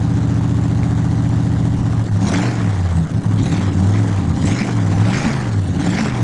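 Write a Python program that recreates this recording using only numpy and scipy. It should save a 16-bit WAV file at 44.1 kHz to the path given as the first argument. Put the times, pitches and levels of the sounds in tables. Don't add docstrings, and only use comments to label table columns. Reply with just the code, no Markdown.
import sys
import numpy as np
from scipy import signal
from scipy.fft import rfft, irfft, next_fast_len
from scipy.io import wavfile
from scipy.ndimage import uniform_filter1d, map_coordinates

SR = 44100
rng = np.random.default_rng(int(sys.argv[2]) if len(sys.argv) > 2 else 0)


def output_pcm(signal):
    pcm = np.clip(np.atleast_2d(signal).T, -1, 1) * 32767
    wavfile.write(sys.argv[1], SR, np.round(pcm).astype(np.int16))


N = 274743


def amp(db):
    return 10 ** (np.asarray(db) / 20)


def unit(x):
    return x / np.sqrt(np.mean(x ** 2) + 1e-20)


def wobble(rate):
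    return map_coordinates(rng.standard_normal(int(N * rate / SR) + 4), [np.arange(N) * rate / SR])


def flutter(rate):
    knots = rng.standard_normal(int(N * rate / SR) + 2)
    return np.interp(np.arange(N) * rate / SR, np.arange(len(knots)), knots)


def swell(s, half):
    out = np.zeros(N)
    near = np.arange(max(int((s - 4 * half) * SR), 0), min(int((s + 4 * half) * SR), N))
    out[near] = np.exp(-((near / SR - s) / half) ** 2)
    return out


def step(s, ease):
    return .5 + .5 * np.tanh((np.arange(N) / SR - s) / ease)


def lagged(x, seconds):
    share = 1 / (seconds * SR)
    return signal.lfilter([share], [1, share - 1], x)


def filtered(x, response):
    size = next_fast_len(N + SR // 2)
    return irfft(rfft(x, size) * response(np.fft.rfftfreq(size, 1 / SR)), size)[:N]


def ring(x, spectrum):
    size = 16384
    hz, db = np.transpose(spectrum)
    curve_db = np.interp(np.log(np.fft.rfftfreq(size, 1 / SR) + 1), np.log(hz + 1), db)
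    cepstrum = irfft(np.log(amp(curve_db)))
    cepstrum[1:size // 2] *= 2
    cepstrum[size // 2 + 1:] = 0
    return signal.fftconvolve(x, irfft(np.exp(rfft(cepstrum))))[:N]


def steady(x, span, swing=0):
    size = int(span * SR)
    power = np.abs(uniform_filter1d(uniform_filter1d(unit(x) ** 2, size), size)) + 1e-12
    return unit(x) / power ** ((1 - swing) / 2)


def effort(engine, idle_db, throttle_db, doubling_db):
    return idle_db + throttle_db * engine["throttle"] + doubling_db * np.log2(engine["speed"] / IDLE_HZ)


# frequency in Hz, level in dB.
WIND_TONE = [(8, -9), (20, -8), (45, -6.5), (70, -2.5), (150, -21), (400, -83)]
# time in seconds, dB above the breeze.
GUSTS = [(1.79, 13), (3.43, 8), (4.48, 6), (4.96, 4), (6.13, 4)]

def wind():
    level_db = -35 + 2 * wobble(6) + sum(db * swell(s, half=.04) for s, db in GUSTS)
    return amp(level_db) * steady(ring(rng.standard_normal(N), WIND_TONE), span=.15)


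# time in seconds, pitch in Hz, level in dB, half length in seconds.
WHISTLES = [(2.977, 8120, -46, 0.033), (3.433, 7100, -33, 0.0045), (4.46, 7520, -27, 0.0041),
            (5.334, 4530, -32.5, .0046), (5.68, 8850, -45.5, 0.0074)]

def whistles():
    out = np.zeros(N)
    for s, hz, db, half in WHISTLES:
        band = unit(filtered(rng.standard_normal(N), lambda f: 1 / (1 + ((f - hz) / 300) ** 2)))
        out += amp(db) * swell(s, half) * band
    return out


# place in the engine cycle from 0 to 1, relative level in dB.
LIFTERS = [(0.048, 0.5), (.37, -4), (.54, -6.5), (0.708, -2)]
# frequency in Hz, level in dB.
TICK_TONE = [(1500, -15), (3200, 2.5), (5000, -2), (7000, 0.5), (10000, -6), (11200, -15), (12000, -30)]
TICK_DB, TICK_SCATTER_DB, TICK_DECAY_S = -53.5, 2.5, 0.0033

def lifters(engine, turns):
    knocks = np.zeros(N)
    for place, db in LIFTERS:
        cycle = turns + 1 - place
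        size_db = db + TICK_SCATTER_DB * rng.standard_normal(256)[cycle.astype(int)]
        since_tick_s = (cycle % 1) / engine["speed"]
        knocks += amp(size_db) * np.exp(-since_tick_s / TICK_DECAY_S)
    return amp(TICK_DB) * unit(ring(knocks * rng.standard_normal(N), TICK_TONE))


# start in seconds, thud in dB, crack in dB before its tone is shaped.
POPS = [(.832, -25, -26), (1.263, -21, -28), (2.348, -20, -21), (2.359, -26, -17), (3.58, -18, -24),
        (4.21, -17, -27), (4.443, -10, -31), (4.515, -7, -22), (5.052, -21, -24), (5.251, -7, -18),
        (5.263, -7, -23)]
THUD_HZ, THUD_S, CRACK_S = 210, 0.05, .011

def pops():
    thuds, cracks = np.zeros((2, N + SR))
    t = np.arange(SR // 10) / SR
    for s, thud_db, crack_db in POPS:
        at = round(s * SR)
        thuds[at:at + len(t)] += amp(thud_db - 60 * t / THUD_S) * np.sin(2 * np.pi * THUD_HZ * t)
        cracks[at:at + len(t)] += amp(crack_db - 60 * t / CRACK_S) * rng.standard_normal(len(t))
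    crack_tone = [(200, 21), (800, 2.5), (2200, 13.5), (3200, -0.5), (7500, -12), (12000, -35)]
    return thuds[:N] + ring(cracks[:N], crack_tone)


def swirl(stumble, patchy_db):
    _, times, spectra = signal.stft(rng.standard_normal(N), SR, nperseg=512)
    patches = uniform_filter1d(rng.standard_normal(spectra.shape), size=5, axis=0)
    patches = uniform_filter1d(patches, size=9, axis=1)
    depth_db = patchy_db * np.sqrt(np.interp(times, np.arange(N) / SR, stumble))
    return signal.istft(spectra * amp(depth_db * unit(patches)), nperseg=512)[1][:N]


CYLINDERS = [5, 4, -6, 0.5, -0.5, 3.5, 2.5, 0.5]
NEAR_BANK = [0, 1, 3, 6]

def puffs(stumble, turns, surplus, tone, decay, punch, scatter_db, patchy_db,
          pattern_db=0, lope_db=0, bank_db=0):
    firing, stroke = (8 * turns).astype(int), 8 * turns % 1
    chance = np.tanh(0.55 * surplus + 1.95 * rng.standard_normal(len(surplus)))[firing]
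    size_db = pattern_db * np.take(CYLINDERS, firing % 8) + scatter_db * np.sqrt(stumble) * chance
    size_db -= lope_db * np.cos(2 * np.pi * turns)
    size_db += bank_db * np.isin(firing % 8, NEAR_BANK)
    pulse = (stroke / decay * np.exp(1 - stroke / decay)) ** 2
    flow = amp(size_db) * (1 + punch * pulse) * swirl(stumble, patchy_db)
    return steady(ring(flow, tone), span=0.058)


# frequency in Hz, level in dB.
CHUFF_TONE = [(200, -25.5), (340, 3.5), (480, -0.5), (600, -0.5), (740, 0.5), (790, 3), (845, -0.5),
              (1000, -2.5), (1300, -6.5), (1700, -8.5), (2200, -24.5), (3000, -51)]
RASP_TONE = [(600, -43), (1100, 0), (1500, -5), (1900, 4.5), (2250, 0), (2600, -8), (3300, -9.5),
             (5000, -16), (9000, -42)]
BITE_TONE = [(500, -39), (950, -14), (1400, 3), (1850, 5.5), (2100, 5.5), (2350, 5), (2650, -2),
             (3300, -14.5), (5500, -6), (9000, -38)]
HISS_TONE = [(1500, -19.5), (2800, 2), (3800, 1), (5200, -2.5), (6300, 0), (7400, -1), (8300, -6),
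             (9800, -11.5), (11000, -25), (12000, -57)]
# time in seconds, half length in seconds, boost in dB.
SPITS = [(2.342, 0.0061, 6), (3.537, 0.046, 2.5), (3.964, 0.029, 9), (4.604, 0.035, 7.5),
         (5.15, 0.041, 4.5), (5.998, 0.026, 4.5)]
AFTERBURN_DB, AFTERBURN_S = 10.5, 0.16
GULP_DB, GULP_S = 7.5, 0.047

def gas(engine, turns, surplus):
    throttle, stumble = engine["throttle"], engine["stumble"]
    chuff_db = effort(engine, idle_db=-33.5, throttle_db=1, doubling_db=5.5) + engine["chuff_trim"]
    rasp_db = effort(engine, idle_db=-46, throttle_db=6.5, doubling_db=8.5) + engine["rasp_trim"]
    rasp_db += AFTERBURN_DB * lagged(throttle, AFTERBURN_S)
    rasp_db += sum(db * swell(s, half) for s, half, db in SPITS)
    hiss_db = effort(engine, idle_db=-45, throttle_db=12.5, doubling_db=6.5) + engine["hiss_trim"]
    hiss_db += GULP_DB * (throttle - lagged(throttle, GULP_S))
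    firings = stumble, turns, surplus
    chuff = puffs(*firings, CHUFF_TONE, decay=.18, punch=.57, scatter_db=3, patchy_db=2.5,
                  pattern_db=.46, lope_db=2)
    rasp = puffs(*firings, RASP_TONE, decay=.36, punch=.5, scatter_db=6, patchy_db=4,
                 pattern_db=-.15, lope_db=.8)
    hiss = puffs(*firings, HISS_TONE, decay=.24, punch=.67, scatter_db=3, patchy_db=4.5,
                 lope_db=2, bank_db=1)
    bite = puffs(*firings, BITE_TONE, decay=.4, punch=2, scatter_db=2.5, patchy_db=2.5, bank_db=4)
    hard = np.clip((rasp_db + 42.5) / 10, 0, 1)
    spit = np.sqrt(1 - hard) * rasp + np.sqrt(hard) * bite
    lump_db = 1.53 * np.sqrt(stumble) * wobble(36)
    lump_db += sum(db * swell(s, 2 * half) for s, half, _, _, db in MISFIRES)
    exhaust = amp(lump_db) * (amp(chuff_db) * chuff + amp(rasp_db) * spit)
    return exhaust + amp(hiss_db + .5 * lump_db + .48 * wobble(40)) * hiss


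def bank_phase(multiple, far_share=0.88, skew=0.0971):
    beats = np.exp(-2j * np.pi * multiple * np.arange(8) / 8)
    near = beats[NEAR_BANK].sum()
    far = beats.sum() - near
    return np.angle(near + far_share * far * np.exp(2j * np.pi * multiple * skew))


# multiple of the cycle rate, dB at idle, dB when revved.
ENGINE_TONES = [(3, -8, -10), (4, -13, -17), (5, 1, 4), (6, -8, -9), (7, -12, -10), (8, 0, -2), (9, -8, -7),
                (10, -13, -5), (11, -3, -7), (12, -16, -12), (13, -5, -2), (14, -12, -11), (15, -9, -8),
                (16, -3, -5), (17, -13, -12), (18, -16, -9), (19, -5, -10), (20, -10, -11), (21, -13, -11),
                (22, -10, -12), (24, -9, -10), (25, -10, -14), (26, -10, -14), (27, -10, -12)]
# time in seconds, multiple of the cycle rate, boost in dB, half length in seconds.
DRONES = [(1.987, 8, 3, 0.043), (2.25, 13, 9.5, 0.046), (2.404, 13, 7, 0.065), (3.034, 10, 14.5, 0.13),
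          (3.59, 10, 3.5, 0.057), (3.822, 10, 10.5, 0.025), (4.617, 8, 14.5, 0.016), (5.104, 8, 4.5, 0.049),
          (5.277, 8, 13, 0.031), (6.023, 8, 11, 0.042)]
BURBLE_DB = 3

def firing_beat(turns, revved):
    beat = np.zeros(N)
    for multiple, idle_db, rev_db in ENGINE_TONES:
        drone_db = sum(db * swell(s, half) for s, which, db, half in DRONES if which == multiple)
        level_db = idle_db + revved * (rev_db - idle_db + BURBLE_DB * flutter(rate=17)) + drone_db
        beat += amp(level_db) * np.cos(2 * np.pi * multiple * turns + bank_phase(multiple))
    return beat


def kicks(turns, surplus):
    firings = np.flatnonzero(np.diff(np.floor(8 * turns)))
    gaps = np.gradient(firings)
    late = (gaps * rng.uniform(-0.17, 0.23, len(firings))).astype(int)
    out = np.zeros(N)
    out[np.clip(firings + late, 0, N - 1)] = surplus[:len(firings)] * gaps
    return out


# frequency in Hz, level in dB.
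PIPE_TONE = [(35, -45.5), (60, -24.5), (74, -10), (88, 2.5), (103, 7.5), (119, 0), (140, -8), (166, -1.5),
             (200, -7.5), (243, -13), (284, -6), (320, -14.5), (420, -23), (600, -30.5)]
# time in seconds,
# half length in seconds (doubled for the gas), then the change in dB of boom, bark and gas.
MISFIRES = [(1.794, 0.022, -4, -3, 0), (2.081, 0.023, -14, -3.5, 0), (3.086, 0.038, -20, -6, -3),
            (3.228, 0.026, -26, -8, -0.5), (3.732, 0.027, -8, 0, -1.5), (5.652, 0.05, -1, -7, -3.5)]
# time in seconds, half length in seconds, dB.
LULLS = [(2.064, 0.15, -4.5), (2.765, 0.054, -8), (2.885, 0.056, -9), (4.157, 0.023, -10),
         (5.485, 0.087, -3.5), (6.18, 0.05, -1)]
LOPE_DB, LOPE_AT = 1.5, 0.68

def pipes(engine, turns, surplus):
    revved = np.clip((engine["speed"] - 15) / 1.5, 0, 1)
    pulses = firing_beat(turns, revved) + .68 * engine["stumble"] * kicks(turns, surplus)
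    sound = ring(pulses, PIPE_TONE)
    low = lambda hz: 1 / (1 + (hz / 138) ** 10)
    middle = lambda hz: (1 - low(hz)) / (1 + (hz / 600) ** 4)
    boom = steady(filtered(sound, low), span=0.17, swing=0.37)
    bark = steady(filtered(sound, middle), span=0.14, swing=0.33)
    boom_db = effort(engine, idle_db=-17, throttle_db=-3, doubling_db=-6) + engine["boom_trim"]
    boom_db += sum(db * swell(s, half) for s, half, db, _, _ in MISFIRES)
    bark_db = effort(engine, idle_db=-19.5, throttle_db=4.5, doubling_db=-2)
    bark_db += sum(db * swell(s, half) for s, half, _, db, _ in MISFIRES)
    bark_db += sum(db * swell(s, half) for s, half, db in LULLS)
    bark_db += LOPE_DB * (1 - revved) * np.cos(2 * np.pi * (turns - LOPE_AT))
    return amp(boom_db) * boom + amp(bark_db) * bark


# start in seconds, end in seconds, throttle from 0 to 1,
# added stumble, then the change in dB of boom, chuff, rasp and hiss.
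PRESSES = [(2.227, 2.443, .69, 0.83, -2.5, 6, 3, 2.5), (2.502, 3.003, .06, 0.03, 1, -0.5, 1, -1.5),
           (3.38, 3.627, 0.38, 0.74, -1, 1, 1, 2.5), (3.776, 4.023, .365, .1, 4, 0.5, -8.5, -3),
           (4.406, 4.608, .71, 1, -2, 1, -1, -.5), (4.884, 5.114, .35, 0.19, 4.5, 2, 0, -3.5),
           (5.105, 5.273, 0.67, 0.4, -3, 0, 0.5, -2), (5.774, 6.046, 0.62, 1, -6, 1.5, 1.5, -2)]
OPEN_S, SHUT_S, FLYWHEEL_S, CLUTCH_AT_S = .057, .085, .37, 1.935
IDLE_HZ, PULL_HZ, CLUTCH_DRAG_HZ = 14.75, 50, 4.42

def drive():
    held = np.array([step(start, OPEN_S) * (1 - step(end, SHUT_S)) for start, end, *_ in PRESSES])
    throttle, rough, boom_trim, chuff_trim, rasp_trim, hiss_trim = np.array(PRESSES)[:, 2:].T @ held
    clutch = step(CLUTCH_AT_S, OPEN_S)
    speed = IDLE_HZ + lagged(PULL_HZ * throttle - CLUTCH_DRAG_HZ * clutch, FLYWHEEL_S)
    just_lifted = np.maximum(lagged(throttle, seconds=.2) - throttle, 0)
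    misfiring = sum(swell(s, 2 * half) for s, half, *_ in MISFIRES)
    stumble = np.abs(.17 + .063 * clutch + .37 * misfiring + .6 * just_lifted + rough)
    return dict(throttle=throttle, speed=speed, stumble=stumble,
                boom_trim=boom_trim, chuff_trim=chuff_trim, rasp_trim=rasp_trim, hiss_trim=hiss_trim)


def crank(engine):
    turns = np.cumsum(engine["speed"] * (1 + 0.027 * engine["stumble"] * wobble(45))) / SR
    return turns, rng.standard_normal(2048)


def scene():
    engine = drive()
    turns, surplus = crank(engine)
    exhaust = pipes(engine, turns, surplus) + gas(engine, turns, surplus) + pops()
    return (exhaust + lifters(engine, turns) + whistles() + wind())[None]


def record(dry):
    return filtered(dry[0], lambda hz: hz < 12160)[None]


dry = scene()
out = record(dry)
output_pcm(out)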